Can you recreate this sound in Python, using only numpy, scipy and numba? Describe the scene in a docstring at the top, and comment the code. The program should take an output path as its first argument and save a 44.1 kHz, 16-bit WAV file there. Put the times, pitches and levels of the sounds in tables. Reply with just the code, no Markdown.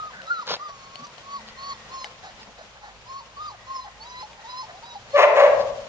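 """A dog close by whimpers through its nose: near-pure tones whose overtones meet two nose resonances.
Between whimpers it huffs (noise in throat and nose), paws scuff the dirt (filtered grains) and small things tick.
Another dog barks twice, from clean to chaotic cords, near wooden sheds that ring on through crossed echo paths.
Behind them a far engine hums in low sine orders, a thin band of noise buzzes on and off, and outdoor hush
swells as shaped noise."""
import sys
import numpy as np
from scipy import signal
from scipy.fft import rfft, irfft
from scipy.io import wavfile
from scipy.ndimage import uniform_filter1d, minimum_filter1d
from numba import njit

SR = 44100
rng = np.random.default_rng(int(sys.argv[2]) if len(sys.argv) > 2 else 0)


def boost_factor(decibels):
    """Convert a level in decibels to a linear amplitude factor."""
    exponent = np.asarray(decibels, float) / 20
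    return 10 ** exponent


def transcribe(signal):
    """Save signal, clipped to [-1, 1], as a 16-bit WAV file at the path in sys.argv[1]."""
    frames = np.atleast_2d(signal).T
    limited = np.clip(frames, -1, 1)
    pcm = np.round(limited * 32767).astype(np.int16)
    wavfile.write(sys.argv[1], SR, pcm)


N = 259308  # samples
T = np.arange(N) / SR  # time [s]
PORT_GAP_S = 0.00023  # travel time of sound between the two microphones

# Table levels are settings: fixed trims and random flutter come on top in the functions.
# Whimpers, each as nose settings and a held note:
# (lower nose resonance [dB], upper nose resonance [dB], closing break [dB]), (time [s], pitch [Hz], effort [dB])
WHIMPER_NOTES = [ ((-54, -67, -50.5), [(0.0, 1265, -35.5), (0.064, 1261, -39.5), (0.098, 1188, -47)]),
                 ((-41, -56, -42), [(0.276, 1282, -43.5), (0.312, 1423, -25), (0.358, 1357, -36.5),
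                 (0.406, 1238, -37), (0.425, 1170, -41.5)]), ((-51.5, -52, -49), [(0.612, 1175, -39),
                 (0.635, 1215, -44.5), (0.66, 1225, -39), (0.7, 1140, -44), (0.766, 1094, -53),
                 (0.926, 1088, -54.5), (1.008, 1143, -49), (1.048, 1160, -39), (1.06, 1152, -50)]),
                 ((-44.5, -53.5, -43), [(1.248, 1090, -51.5), (1.346, 1132, -35.5), (1.382, 1085, -43.5)]),
                 ((-41.5, -48, -54), [(1.59, 1076, -42), (1.61, 1090, -41.5), (1.71, 1120, -37.5),
                 (1.732, 1062, -42)]), ((-49, -46.5, -55), [(1.915, 1033, -47.5), (1.946, 1086, -38),
                 (2.018, 1036, -42.5), (2.044, 1040, -42)]), ((-54.5, -50, -45), [(3.07, 983, -56),
                 (3.1, 1064, -41), (3.202, 1102, -42.5)]), ((-47, -52.5, -49), [(3.385, 1136, -41),
                 (3.406, 1219, -36.5), (3.464, 1225, -37), (3.495, 1130, -44.5), (3.512, 985, -42.5)]),
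                 ((-51.5, -47.5, -40.5), [(3.685, 1047, -44.5), (3.718, 1077, -36), (3.802, 1042, -38),
                 (3.84, 1001, -51)]), ((-45, -48, -35), [(4.012, 870, -48), (4.04, 907, -49.5),
                 (4.074, 984, -49), (4.222, 1014, -42.5)]), ((-46, -44.5, -39), [(4.454, 898, -45.5),
                 (4.488, 1010, -49), (4.538, 999, -43.5), (4.624, 1040, -39.5)]), ((-62, -64, -62.5),
                 [(4.3, 900, -61), (4.35, 927, -64), (4.39, 905, -66)]), ((-61, -64, -57.5),
                 [(4.735, 690, -53.5), (4.76, 751, -49.5), (4.785, 801, -50)]), ((-47, -49.5, -37),
                 [(4.84, 918, -43), (4.872, 979, -52), (4.948, 947, -47.5)]), ((-44.5, -68, -61.5),
                 [(5.125, 1070, -60.5), (5.15, 1047, -53)]), ]
# Nose resonances, for overtones and air: (frequency [Hz], level [dB])
NOSE_COLOUR = [(1900, 0), (2600, -18.5), (3000, -10), (3400, -13), (3900, 2.5), (4400, 1.5), (5200, -2),
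               (5800, -7), (6600, -9), (7600, -26.5)]
# Hoarse breaths: (start [s], length [s], level [dB], throat resonance [Hz], nose hiss [dB])
HUFF_BREATHS = [(0.03, 0.069, -49.5, 710, -64), (0.1, 0.18, -46.5, 1480, -65),
                (0.225, 0.066, -47, 577, -53.5), (0.68, 0.027, -44, 734, -50),
                (2.035, 0.057, -43.5, 805, -43), (2.21, 0.14, -44.5, 745, -48),
                (2.385, 0.055, -52, 855, -52), (2.45, .07, -54, 686, -68), (2.57, 0.087, -45, 640, -49.5),
                (2.74, .07, -53, 790, -68), (2.8, .16, -45, 833, -52.5), (3.53, 0.04, -47, 780.5, -62),
                (3.855, 0.053, -45.5, 792, -60), (4.36, 0.1, -49.5, 830, -59),
                (4.67, .07, -45.5, 692, -56.5), (4.83, 0.13, -49.5, 768, -73),
                (5.04, 0.094, -52.5, 622, -67.5)]
# Fixed resonances, two of the throat, then three for the nose hiss: (frequency [Hz], width [Hz], level [dB])
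UPPER_AIRWAY = [(1120, 330, -7.5), (1820, 330, -4), (3900, 360, -8), (4630, 520, -10), (5460, 1200, -14.5)]
# Two barks; jaw opening sets the overtones and rasp: (time [s], effort [dB], jaw opening [dB])
BARK_STROKES = [
    [(5.13, -40.5, -13), (5.145, -16, -7.5), (5.16, -10, 1), (5.18, -18, 8), (5.21, -10, 4),
     (5.24, -21.5, 14), (5.275, -20, -9.5), (5.31, -39, -7.5)],
    [(5.33, -41, -11.5), (5.36, -23, 5.5), (5.385, -13, 0), (5.415, -12.5, 3.5), (5.44, -10.5, -1),
     (5.47, -19, 3), (5.505, -30.5, -4), (5.54, -51, 3.5)],
]
# Resonances of the open jaws: (frequency [Hz], width [Hz], level [dB])
JAW_RESONANCES = [(581, 121, 6), (889, 58.4, 3.5), (1025, 81, 2.5), (2010, 430, -4), (2670, 360, -9),
                  (4000, 1000, -22), (5600, 1700, -28.5)]
# Echo paths between the shed walls: (delay [ms])
SHED_ECHO_MS = [17.3, 21.1, 25.9, 30.7, 36.1, 41.9, 54, 51]
# Scattering by the planks: (delay [ms])
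PLANK_SCATTER_MS = [3.1, 5.3, 8.9, 11]
# Paws in the dirt: (start [s], length [s], grit [dB], thud [dB], clods [dB])
PAW_SCUFFS = [(0.1, 0.17, -58, -53.5, -55), (0.455, 0.063, -33.5, -52, -37), (0.47, 0.12, -28, -45.5, -31),
              (0.97, .11, -64, -46.5, -56), (1.36, 0.072, -60, -58, -63), (1.46, .07, -44, -56, -61),
              (2.39, 0.079, -49.5, -56, -60), (2.45, 0.08, -67, -49, -47), (5.585, 0.063, -39.5, -51, -55)]
# Spectrum of the grit: (frequency [Hz], density [dB per Hz])
GRIT_COLOUR = [(180, -50), (300, -19), (553, -24), (718, -22), (830, -9), (1770, -10), (1900, -14),
               (4900, -5), (9700, -46.5), (12600, -83), (21300, -120)]
# Small ticks: (time [s], level [dB], ring pitch [Hz], dull knock [dB], left minus right [dB])
SMALL_TICKS = [(0.2184, -37.5, 2920, -49, 10), (0.269, -38, 3750, -47, -1), (0.469, -36.5, 4320, -60, -11),
               (0.5132, -27, 3100, -23, -10), (0.5411, -36, 2607, -40.5, -14),
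               (0.5667, -33, 2670, -33, 0.5), (0.9567, -37.5, 3020, -42, 25.5), (1.069, -39, 4140, -60, 2),
               (1.1817, -48, 3000, -40.5, 30), (1.3956, -44, 4470, -57, -3), (1.487, -41.5, 3130, -44, 17),
               (2.044, -24.5, 2130, -60, 7), (2.4305, -39.5, 1886, -65, -11),
               (4.3318, -38.5, 2390, -68, -3.5)]
# Far engine: (time [s], firing rate [Hz], level [dB])
ENGINE_RUN = [(0.0, 56.3, -54.5), (0.6, 53, -75.5), (1.4, 54.5, -58), (2.2, 53.7, -61), (2.45, 52.5, -58.5),
              (3.3, 54.3, -60), (3.95, 54.8, -57.5), (4.86, 57, -65), (5.7, 58.3, -56), (5.88, 58.1, -60)]
# Spells in which the engine's higher orders carry: (start [s], length [s], second order [dB], fourth order [dB])
ENGINE_DRONES = [(1.0, 1.5, -68, -58), (2.7, 1.5, -58, -83), (4.5, 1, -59, -70.5), (5.3, .8, -54, -55.5)]
# Thin buzz: (start [s], length [s], level [dB])
BUZZ_SPELLS = [(0.0, 0.65, -58.5), (0.52, 0.26, -55), (1.2, 1, -53.5), (3.45, .75, -56.5),
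               (4.3, 0.51, -56.5)]
# Spectrum of the outdoor bed: (frequency [Hz], density [dB per Hz])
HUSH_COLOUR = [(12, -40), (20, -1.5), (122, 3), (234, -4), (303, -12.5), (521, -1), (641, -2.5),
               (945, -3.5), (1050, -3.5), (1130, -4), (1630, -7), (2870, -8), (3190, -9), (6930, -17.5),
               (9700, -25.5), (12600, -63), (21300, -120)]
# Swell of the bed above 300 Hz: (time [s], level [dB])
TREBLE_SWELL = [(0, 4), (.5, 2), (1.9, 5), (2.8, 1), (4.4, 3), (5.05, 3.5), (5.4, 12), (5.88, 5)]
# Swell of the bed below 300 Hz: (time [s], level [dB])
BASS_SWELL = [(0, 3.5), (.3, -20.5), (.7, -0.5), (2.1, 0), (3.8, -2), (5.4, 0), (5.65, 13), (5.88, 10)]
# Shading by the camera body: (frequency [Hz], left minus right [dB])
BODY_SHADING = [(60, -8), (110, 2.5), (180, 0), (320, 2), (560, 0.5), (990, 1.5), (1730, 1), (3020, 4.5),
                (5280, -5), (9250, -3)]


def whimpers():
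    """A near-pure tone; only the overtones that meet the two nose resonances come through."""
    gate, (hz, db, low_db, high_db) = play([phrase(*w) for w in WHIMPER_NOTES])
    # where the pitch tumbles the voice breaks: the cords lose their regular beat
    tumble = np.abs(np.gradient(np.log(hz)) * SR)
    breaking = uniform_filter1d((tumble / 7.0 - .3).clip(0, 1), size=500)
    jitter = .005 * walk(40) + (.005 + .07 * breaking) * walk(300)
    phase = 2 * np.pi * np.cumsum(hz * (1 + jitter)) / SR
    tone = boost_factor(db + 4.5 + 2.4 * walk(86)) * np.sin(phase)
    overtones = 0
    for k in range(2, 8):
        # crossfade from the lower to the upper nose resonance
        upper = ((k * hz - 4450) / 500).clip(0, 1)
        nose_db = low_db + upper * (high_db - low_db) + colour_db(k * hz, NOSE_COLOUR)
        overtones = overtones + boost_factor(nose_db + 5.2 * walk(48)) * np.sin(k * phase + k)
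    air = (0.41 + .5 * breaking) * boost_factor(np.maximum(low_db, high_db)) * noise(NOSE_COLOUR)
    steady_overtones = (1 - 1.5 * breaking).clip(0) * overtones
    return np.sqrt(2) * gate * tone, gate * (steady_overtones + air)


def phrase(nose, note):
    """Slides one whimper into its held note, drops it to a lower register and lets it die: rows for play().

    Each row is (time [s], pitch [Hz], effort [dB], lower nose [dB], upper nose [dB])."""
    onset_s, onset_pitch, onset_db = .018, 0.98, -6.5  # pitches are ratios to the held note
    break_s, break_pitch, break_nose_db = .009, .84, -4
    tail_s, tail_db = .03, -15
    nose_follows, nose_opens_db = 0.36, 6  # overtone dB per dB of effort; gain over the held note
    (low_db, high_db, break_db), (s0, hz0, db0), (s1, hz1, _) = nose, note[0], note[-1]
    low_hz = hz1 * break_pitch
    rows = np.array([(s0 - onset_s, hz0 * onset_pitch, db0 + onset_db),
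                     *note,
                     (s1 + break_s, low_hz, break_db),
                     (s1 + break_s + tail_s, low_hz, break_db + tail_db)])
    lift = nose_follows * (rows[:, 2] - rows[:, 2].max())
    lift += nose_opens_db * (((rows[:, 0] - s0) / (s1 - s0)).clip(-.5, 1) - 1)
    lift[[0, -2, -1]] += [onset_db, break_nose_db, tail_db]
    return np.c_[rows, low_db + lift, high_db + lift].tolist()


def huffs():
    """Air rasps past slack cords: half-voiced noise in the throat, a hiss in the nose."""
    shape, (db, throat_hz, nose_db) = spells(HUFF_BREATHS, rise=0.22, fall=0.41)
    hz = throat_hz[shape.argmax(axis=0)]  # the strongest breath sets the throat
    air = rng.standard_normal(N) * boost_factor(2.0 * walk(56))
    half_voiced = boost_factor(5.0) * svf(air, hz, 60.)
    breathy = svf(svf(air, hz, 250.), hz, 350.)
    throat = half_voiced + breathy + 1.1 * ring(air, UPPER_AIRWAY[:2])
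    hiss = ring(air, UPPER_AIRWAY[2:])
    return boost_factor(db + 15.0) @ shape * throat + boost_factor(nose_db + 17.5) @ shape * hiss


def barks():
    """Cords that start clean and turn chaotic, through open jaws."""
    bark_hz, slack_db, sag_hz_per_db = 573, -22, 2  # the pitch holds until effort falls under slack_db
    clean_until_s, turns_rough_s, roughness = 5.148, 0.031, 0.41
    gate, (db, upper_db) = play(BARK_STROKES)
    hz = bark_hz - sag_hz_per_db * (slack_db - db).clip(0)
    rough = roughness * ((T - clean_until_s) / turns_rough_s).clip(0, 1)
    steady = 2 * np.pi * np.cumsum(hz * (1 + .03 * rough * walk(80))) / SR
    phase = steady + 2 * np.pi * np.cumsum(hz * 0.0976 * rough * walk(202.7)) / SR
    upper = sum(np.cos(k * phase) * boost_factor(-8.0 * (k > 2)) for k in range(2, 12))
    # loose tissue flaps some fifty times a second and makes the lowest partial throb
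    flap_phase = 2 * np.pi * np.cumsum(53. * (1 + .12 * walk(30))) / SR
    flap = 1 + np.minimum(2.5 * rough, .95) * np.cos(flap_phase)
    rasp = 6.06 * rng.standard_normal(N) * (1 + 0.83 * np.cos(phase)) * boost_factor(2.0 * walk(66))
    cords = flap * np.cos(steady) + boost_factor(upper_db) * ((1 - rough) * upper + rough * rasp)
    thin_lows = signal.butter(4, 400, "high", fs=SR, output="sos")
    mouth = signal.sosfilt(thin_lows, ring(cords, JAW_RESONANCES))
    return gate * boost_factor(db - 3.0) * mouth


def sheds(x, t60_s, damp, db):
    """Planks scatter the sound, then it echoes between the wooden walls; t60_s is before damping."""
    delays_s = np.array(PLANK_SCATTER_MS)[:, None] / 1000
    z = np.exp(-2j * np.pi * np.fft.rfftfreq(N, 1 / SR) * delays_s)
    scattered = irfft(rfft(x) * np.prod((z - .6) / (1 - 0.5 * z), axis=0), N)
    lags = (np.array(SHED_ECHO_MS) * SR / 1000).astype(np.int64)
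    gain = boost_factor(-60 * lags / SR / t60_s)
    # the tiny offset keeps the feedback out of denormal numbers
    return boost_factor(db) * diffuse(*walls(scattered + 1e-18, lags, gain, damp))


@njit
def walls(x, lags, gain, damp):
    """Eight echo paths that feed each other, duller on every round."""
    line, soft, out = np.zeros((8, 4096)), np.zeros(8), np.zeros((2, len(x)))
    for i in range(len(x)):
        total = 0.
        for k in range(8):
            soft[k] += (1 - damp) * (gain[k] * line[k, (i - lags[k]) & 4095] - soft[k])
            total += soft[k]
            out[k % 2, i] += soft[k]
        for k in range(8):
            line[k, i & 4095] = x[i] + soft[k] - total / 4
    return out


def scuffs():
    """Uneven grains of grit over crunching clods and a soft thud."""
    shape, levels = spells(PAW_SCUFFS, rise=0.33, fall=.45)
    grit_gain, thud_gain, clod_gain = boost_factor(np.array(levels)) @ shape
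    grains = boost_factor(2.8 * walk(300) - 1.2)
    clods = noise([(300, -24), (480, 6), (620, -0.5), (1000, 0), (1500, -11.0)])
    thud = noise([(90, -28), (140, 10.0), (260, 11.5), (340, -35.5)])
    return grains * (grit_gain * noise(GRIT_COLOUR) + clod_gain * clods) + thud_gain * thud


def ticks():
    """Each a few bright cycles with a noisy edge, over a dull knock."""
    out, t = np.zeros((2, N)), np.arange(900) / SR
    for s, db, hz, knock_db, pan_db in SMALL_TICKS:
        edge = rng.standard_normal(900) * np.exp(-t / 0.0018)
        partials = np.sin(2 * np.pi * hz * t) + 0.81 * np.sin(2 * np.pi * 1.393 * hz * t)
        body = partials * np.exp(-t * hz / 4.2)  # dies over about four cycles
        knock = np.sin(2 * np.pi * 750 * t) * np.exp(-t / 0.0027)
        bright_gain = boost_factor(db + np.array([[.5], [-.5]]) * pan_db)
        i = int(s * SR)
        out[:, i:i + 900] += bright_gain * (body + .5 * edge) + boost_factor(knock_db + 5) * knock
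    return out


def engine():
    """Low orders of a distant motor, wavering in the air."""
    gate, (hz, db) = play([ENGINE_RUN])
    shape, levels = spells(ENGINE_DRONES, rise=0.26, fall=0.46)
    phase = 2 * np.pi * np.cumsum(hz) / SR
    gains = [boost_factor(db), *(boost_factor(np.array(levels)) @ shape)]
    return sum(np.sqrt(2) * gain * boost_factor(2.0 * walk(6)) * np.sin(order * phase)
               for order, gain in zip((1, 2, 4), gains))


def buzz():
    """A narrow band of noise that throbs quickly."""
    shape, (db,) = spells(BUZZ_SPELLS, rise=0.2, fall=0.39)
    band = [(1750, -21), (1850, 0.5), (2000, -1.0), (2120, -22.5)]
    return boost_factor(db) @ shape * boost_factor(1.2 * walk(100)) * np.array([noise(band), noise(band)])


def hush():
    """Leaves, air and distance: a wide bed, partly from the right, whose bass and treble swell apart."""
    bed_db = -50
    high_db, low_db = (np.interp(T, *np.array(c).T) for c in (TREBLE_SWELL, BASS_SWELL))
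    bed = diffuse(noise(HUSH_COLOUR), noise(HUSH_COLOUR)) + 0.26 * ports(noise(HUSH_COLOUR), 1.0)
    low = signal.sosfilt(signal.butter(2, 300, fs=SR, output="sos"), bed)
    bass = boost_factor(low_db + 1.3 * walk(4)) * low
    treble = boost_factor(high_db + 1.0 * walk(57)) * (bed - low)
    return boost_factor(bed_db) * (bass + treble)


def play(tables):
    """Columns of several (time [s], ..) tables as curves, and a gate open while a table lasts."""
    rows = np.concatenate(sorted(tables))
    gate = sum((T >= t[0][0]) & (T < t[-1][0]) for t in tables).clip(0, 1)
    return uniform_filter1d(1. * gate, size=300), [np.interp(T, rows[:, 0], c) for c in rows[:, 1:].T]


def spells(rows, rise, fall):
    """Each row (start, length, ..) swells, holds and fades by shares of its length: envelopes, other columns."""
    start, length, *cols = np.array(rows).T
    along = (T - start[:, None]) / length[:, None]
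    return ((along / rise).clip(0, 1) * ((1 - along) / fall).clip(0, 1)) ** 2, cols


def colour_db(hz, points):
    """Reads a (frequency [Hz], level [dB]) spectrum along log frequency; -90 dB outside it."""
    p = np.array(points)
    return np.interp(np.log(np.maximum(hz, 1)), np.log(p[:, 0]), p[:, 1], left=-90, right=-90)


def noise(points):
    """Noise of rms 1 with a given spectrum."""
    x = irfft(rfft(rng.standard_normal(N)) * boost_factor(colour_db(np.fft.rfftfreq(N, 1 / SR), points)), N)
    return x / x.std()


def walk(rate):
    """Random drift of spread 1, smoothed twice over 1/rate seconds."""
    k = max(int(SR / rate), 2)
    w = uniform_filter1d(uniform_filter1d(rng.standard_normal(N), k), k)
    return w / w.std()


@njit
def svf(x, hz, width):
    """Band-pass with a moving centre, gain 1 there."""
    y, band, low = np.empty(len(x)), 0., 0.
    for i in range(len(x)):
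        g, k = np.tan(np.pi * hz[i] / SR), width / hz[i]
        v = (band + g * (x[i] - low)) / (1 + g * (g + k))
        band, low, y[i] = 2 * v - band, low + 2 * g * v, k * v
    return y


def ring(x, modes):
    """Fixed resonances (frequency [Hz], width [Hz], level [dB]) in parallel, alternating in sign."""
    return sum((-1) ** k * boost_factor(db) * signal.lfilter(*signal.iirpeak(hz, hz / width, SR), x)
               for k, (hz, width, db) in enumerate(modes))


def ports(x, side, pan_db=0):
    """Two microphones a hand apart: side +1 (from the right) reaches the left one later."""
    turn = np.exp(-1j * np.pi * np.fft.rfftfreq(N, 1 / SR) * side * PORT_GAP_S)
    pair = irfft(rfft(x) * np.array([turn, turn.conj()]), N)
    return pair * boost_factor(np.array([[.5], [-.5]]) * pan_db)


def diffuse(a, b):
    """Sound from all round: alike on both microphones in the bass, unrelated once a wave fits the gap."""
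    alike = .8 * np.sinc(2 * np.fft.rfftfreq(N, 1 / SR) * PORT_GAP_S)
    mid = rfft(a) * np.sqrt((1 + alike) / 2)
    side = rfft(b) * np.sqrt((1 - alike) / 2)
    return irfft(np.array([mid + side, mid - side]), N)


def scene():
    """Both dogs are on the right; the barking one is closer to the walls."""
    tone, over = whimpers()
    breath, paws, bark = huffs(), scuffs(), barks()
    near = ports(tone + breath + over, 0.9, pan_db=-0.8) + ports(paws, 0.48, pan_db=2.5)
    to_walls = bark + boost_factor(-15.5) * (tone + over + breath + paws)
    echoes = sheds(to_walls, t60_s=0.88, damp=0.7, db=-9)
    return near + ports(bark, 0.54, pan_db=2.0) + echoes + ticks() + engine() + buzz() + hush()


def band_limit(x):
    """A steep low-pass at the top of the band."""
    return signal.sosfilt(signal.butter(12, 9850, fs=SR, output="sos"), x)


def record(dry):
    """A limiter holds the loudest peaks; the camera body shades each microphone, and the treble dips near 8 kHz
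    and ends near 10 kHz."""
    top = [(1, -9), (7200, 1.5), (7900, -13.5), (8400, -7.0), (9400, -11.5), (9900, -40)]  # (Hz, dB)
    highest = -minimum_filter1d(-np.abs(dry).max(axis=0), size=300)
    peak = uniform_filter1d(highest, size=300)
    held = dry * np.minimum(1, .9 / (peak + 1e-9))
    hz = np.fft.rfftfreq(N, 1 / SR)
    shade_hz, shade = np.array(BODY_SHADING).T
    shade_db = np.interp(np.log(hz + 1), np.log(shade_hz), shade)
    response_db = colour_db(hz, top) + np.array([[.5], [-.5]]) * shade_db
    mix = irfft(rfft(held) * boost_factor(response_db), N)
    return band_limit(mix)


dry = scene()
out = record(dry)
transcribe(out)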